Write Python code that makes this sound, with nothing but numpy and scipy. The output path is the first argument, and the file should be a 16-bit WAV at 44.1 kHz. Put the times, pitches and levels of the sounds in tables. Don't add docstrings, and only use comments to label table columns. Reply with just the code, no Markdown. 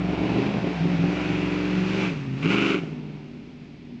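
import sys
import numpy as np
from scipy import signal
from scipy.fft import rfft, irfft
from scipy.io import wavfile
from scipy.ndimage import uniform_filter1d

SR = 44100
rng = np.random.default_rng(int(sys.argv[2]) if len(sys.argv) > 2 else 0)


def master(y):
    cut = np.clip(np.atleast_2d(y).T, -1, 1)
    pcm = np.round(cut * 32767)
    wavfile.write(sys.argv[1], SR, pcm.astype(np.int16))


N = 176400


def firings():
    # t/s, f/Hz of the eight-firing cycle
    speed = [(0.0, 22.55), (0.15, 23.5), (0.32, 23.55), (0.46, 25.65), (0.56, 25.4), (0.63, 22.45),
             (0.72, 22.9), (0.79, 20.0), (0.9, 22.95), (0.97, 20.35), (1.1, 23.0), (1.3, 23.25),
             (1.7, 22.9), (1.85, 23.35), (1.98, 24.3), (2.06, 23.5), (2.17, 18.15), (2.3, 16.3),
             (2.38, 16.85), (2.46, 20.7), (2.53, 25.35), (2.6, 25.25), (2.72, 24.8), (2.86, 19.05),
             (3.0, 18.95), (3.2, 18.45), (3.5, 18.75), (3.75, 18.55), (4.0, 18.5)]
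    # lag/firing intervals, level/dB when steady; the same two when revving
    cylinders = [(.05,-.6,.13,.8),(.22,-5.3,.12,-5.5),(.06,-11.8,.08,-12.5),(.13,-3.8,.18,-2.7),(-.11,-14.4,-.15,-12.5),(-.02,-6.7,.05,-6.4),(.12,-3.4,.13,-5.1),(-.07,-6.8,-.17,-5.9)]
    # t/s, share of revving/1, roughness factor/1
    running = [(0,.6,1),(.3,1,1.6),(.6,0.95,1.8),(1.05,0.95,0.51),(1.3,0,0.77),(1.85,0.03,0.39),(2.05,0,.5),(2.3,0.4,0.88),(2.5,0.91,0.69),(2.8,0.88,0.88),(4,1,0.55)]
    # t/s, share/1
    lope = [(0,1),(1.65,0.99),(1.8,0.6),(1.95,0.71),(2.1,1),(2.5,0.99),(4,1)]
    coast_hz, pull_hz, coast_lump = 17.4, 19, 0.53
    scatter_db, jitter_s = 2.3, .0001
    hz, count = curve(speed), len(cylinders)
    t = np.arange(N) / SR
    slots = np.cumsum(hz) * count / SR
    k = np.arange(int(slots[-1]))
    when = np.interp(k, slots, t)
    state_s, revving, rough = np.array(running).T
    revving = np.clip(np.interp(when, state_s, revving), 0, 1)
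    rough = np.interp(when, state_s, rough)
    lump = np.interp(np.interp(k, slots, hz), [coast_hz, pull_hz], [coast_lump, 1])
    lump *= np.interp(when, *np.array(lope).T)
    pattern = np.array(cylinders)[k % count].T
    lag, db = (pattern[:2] * (1 - revving) + pattern[2:] * revving) * lump
    jitter, scatter = rng.standard_normal((N // 100, 2))[:len(k)].T * rough
    times = np.interp(k + lag, slots, t) + jitter_s * jitter
    return times, undb(db + scatter_db * scatter) * np.sqrt(lump)


def exhaust(pulses):
    # f/Hz, relative level/dB
    pipe_colour = [(25,-30.5),(48,-17.5),(68,-3),(92,-19),(116,-5),(160,-1.5),(188,2),(233,-5.5),(275,4),(303,1.5),(365,-2),(415,0.5),(445,-6.5),(490,-19.5),(560,-11),(640,-22),(1100,-26),(2500,-68)]
    # t/s, relative level/dB
    throb_level = [(0,-36.5),(.37,-35.5),(.5,-44.5),(1.3,-38),(1.8,-41.5),(2.05,-43.5),(2.2,-50),(2.7,-52),(2.9,-56),(4,-54)]
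    boom_level = [(0,-24.5),(.09,-23.5),(.17,-32),(.21,-25.5),(.41,-22),(.52,-29),(.61,-23.5),(.75,-34),(.81,-21.5),(.97,-23.5),(1.07,-20),(1.14,-32.5),(1.31,-23),(1.65,-28),(1.799,-18),(1.95,-25),(2.05,-25),(2.11,-28),(2.24,-29.5),(2.33,-25.5),(2.41,-30.5),(2.44,-21.5),(2.56,-26.5),(2.73,-32),(2.85,-32),(3.2,-41.5),(3.5,-51.5),(4,-47.5)]
    bark_level = [(0.0, -32.5), (0.28, -23.5), (0.31, -29.5), (0.4, -20.5), (0.53, -36), (0.71, -24),
                  (0.77, -52), (0.85, -25.5), (0.97, -35), (1.04, -25), (1.1, -27), (1.63, -25),
                  (1.84, -28.5), (2.05, -27), (2.18, -40.5), (2.42, -39), (2.45, -23.5), (2.77, -21),
                  (2.8, -35), (3.33, -47.5), (3.36, -45.5), (3.77, -52), (3.91, -46), (4.0, -63)]
    pipe = -colour(pulses, pipe_colour)
    deep, body = lows(pipe, hz=92), lows(pipe, hz=222)
    throb = hold(deep) * undb(curve(throb_level) - 2)
    boom = hold(body - deep) * undb(curve(boom_level) - 1.5)
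    bark = hold(pipe - body) * undb(curve(bark_level) - 1.5)
    return throb + boom + bark


def gas(pulses):
    # t/s, level/dB
    rasp_level = [(0,-46.5),(.4,-44),(.6,-49.5),(1.05,-48),(1.2,-36.5),(1.8,-46),(2.04,-33),(2.2,-54.5),(2.415,-59),(2.43,-29),(2.47,-36),(2.51,-28),(2.73,-30),(2.78,-35.5),(2.82,-50.5),(3,-62),(4,-69.5)]
    roar_level = [(0,-36.5),(.38,-33.5),(.6,-37),(1.1,-37.5),(1.8,-45),(2.05,-41),(2.25,-49.5),(2.6,-52.5),(2.9,-48),(3.4,-58.5),(4,-58.5)]
    crack_level = [(0,-59),(2,-46),(2.4,-69.5),(2.45,-32),(2.51,-32),(2.74,-30.5),(2.81,-54),(4,-76)]
    # f/Hz, relative level/dB
    rasp_colour = [(200,-24.5),(500,-10),(1100,-7),(1400,-0.5),(1750,-15.5),(2300,1.5),(2750,-3),(3000,-4.5),(3300,-13.5),(5000,-27),(7000,-30),(9000,-52)]
    roar_colour = [(25,-29),(70,-10),(150,3.5),(280,5.5),(420,-0.5),(520,3),(720,6),(1000,-2),(2000,-44)]
    crack_colour = [(200,-13.5),(450,4),(800,-5),(1400,1.5),(1800,-15.5),(2400,-3.5),(2750,3.5),(3300,-12),(5000,-20),(9000,-48.5)]
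    decay_s, steady_flow = 0.0061, 0.61
    flow = unit(signal.lfilter([1], [1, -np.exp(-1 / (decay_s * SR))], pulses)) + steady_flow
    rasp = colour(flow * rng.standard_normal(N), rasp_colour) * undb(curve(rasp_level))
    roar = colour(flow * rng.standard_normal(N), roar_colour) * undb(curve(roar_level))
    crack = colour(pulses, crack_colour) * undb(curve(crack_level))
    return rasp + roar - crack


def drone(pulses):
    # t/s, level/dB
    drone_level = [(0,-71),(2.8,-63),(2.96,-34),(3.2,-49.5),(3.42,-42.5),(3.6,-45),(3.74,-54),(3.95,-39),(4,-51)]
    mode_hz = 243.9
    b, a = signal.iirpeak(mode_hz, Q=59, fs=SR)
    ringing = signal.lfilter(b, a, signal.lfilter(b, a, pulses))
    return hold(ringing) * undb(curve(drone_level))


def gravel():
    # t/s, relative level/dB
    tyre_level = [(0,-49),(.39,-44.5),(.6,-47),(1.25,-45),(1.5,-45.5),(1.87,-44.5),(2.04,-41),(2.14,-50.5),(2.32,-57),(2.4,-51),(2.49,-48.5),(2.52,-40.5),(2.57,-49),(2.64,-45),(2.69,-43.5),(2.75,-54.5),(2.83,-56),(3,-63.5),(4,-75)]
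    # f/Hz, relative level/dB
    tyre_colour = [(290, -44.5), (500, -8), (557, -5), (660, -20.5), (862, -11), (1050, -10.5), (1410, -10),
                   (1660, -11.5), (2620, -8), (3030, -15), (3340, -16.5), (5750, -25), (7150, -32),
                   (8070, -44), (9000, -47), (11700, -93.5), (19800, -120)]
    # t/s, level/dB
    sparkle = [(0,-7),(1,-3.5),(1.7,-2.5),(2.7,2),(3,0.5),(4,7)]
    stones_per_s, spread_db, stone_db = 820, 3.5, -7.5
    grit = rng.standard_normal(N)
    hits = rng.random(N) < stones_per_s / SR
    stones = hits * np.sign(grit) * undb(spread_db * np.minimum(rng.exponential(size=N), 5))
    crunch = colour(grit + undb(stone_db) * unit(stones), tyre_colour) * undb(curve(tyre_level) + 8.5)
    dull = lows(crunch, hz=5400)
    return dull + (crunch - dull) * undb(curve(sparkle))


def trees(x):
    # t/s, level/dB
    echo_level = [(0,-8.5),(.7,-6.5),(1.5,-3.5),(2.6,-21.5),(3,-6.5),(4,-4.5)]
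    t60_s, delay_s = .35, .015
    t = np.arange(SR // 2) / SR
    tail = rng.standard_normal(len(t)) * np.exp(-np.log(1000) * t / t60_s) * (t > delay_s)
    echo = signal.fftconvolve(x, tail / np.linalg.norm(tail))[:N]
    wet = undb(curve(echo_level))
    return (x + wet * echo) / np.sqrt(1 + wet ** 2)


def rumble():
    # f/Hz, relative level/dB
    far_colour = [(25,-16),(55,-11.5),(85,-6.5),(120,-1.5),(220,4.5),(340,-6.5),(520,-27),(1000,-29),(1700,-27),(2250,-19),(3000,-24.5),(5000,-31.5),(8000,-55.5)]
    return undb(-45) * colour(rng.standard_normal(N), far_colour)


def undb(db):
    return 10 ** (np.asarray(db) / 20)


def curve(table):
    return np.interp(np.arange(N) / SR, *np.array(table, float).T[:2])


def unit(x):
    return x / np.sqrt(np.mean(x ** 2))


def hold(x):
    power = uniform_filter1d(uniform_filter1d(x ** 2, size=SR // 12), size=SR // 12)
    return x / np.sqrt(np.abs(power) + 1e-18)


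def colour(x, points):
    size = 8192
    hz, db = np.array(points, float).T
    log_f = np.log(np.maximum(np.arange(size // 2 + 1) * SR / size, 1))
    cepstrum = irfft(np.log(undb(np.interp(log_f, np.log(hz), db))))
    cepstrum[1:size // 2] *= 2
    cepstrum[size // 2 + 1:] = 0
    response = irfft(np.exp(rfft(cepstrum)))
    return unit(signal.fftconvolve(x, response)[:N])


def lows(x, hz):
    return signal.sosfiltfilt(signal.butter(4, hz, fs=SR, output="sos"), x)


def clicks(times, sizes):
    at = np.clip(times * SR, 0, N - 1)
    i = at.astype(int)
    return (np.bincount(i, sizes * (1 - at + i), N + 1) + np.bincount(i + 1, sizes * (at - i), N + 1))[:N]


def scene():
    times, sizes = firings()
    pulses = clicks(times, sizes)
    gas_pulses = clicks(times, sizes ** 0.82)
    truck = exhaust(pulses) + drone(pulses) + gas(gas_pulses) + gravel()
    return (trees(truck) + rumble())[None]


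def record(dry):
    top_hz = 8700
    return signal.sosfilt(signal.ellip(8, .2, 70, top_hz, fs=SR, output="sos"), dry)


dry = scene()
out = record(dry)
master(out)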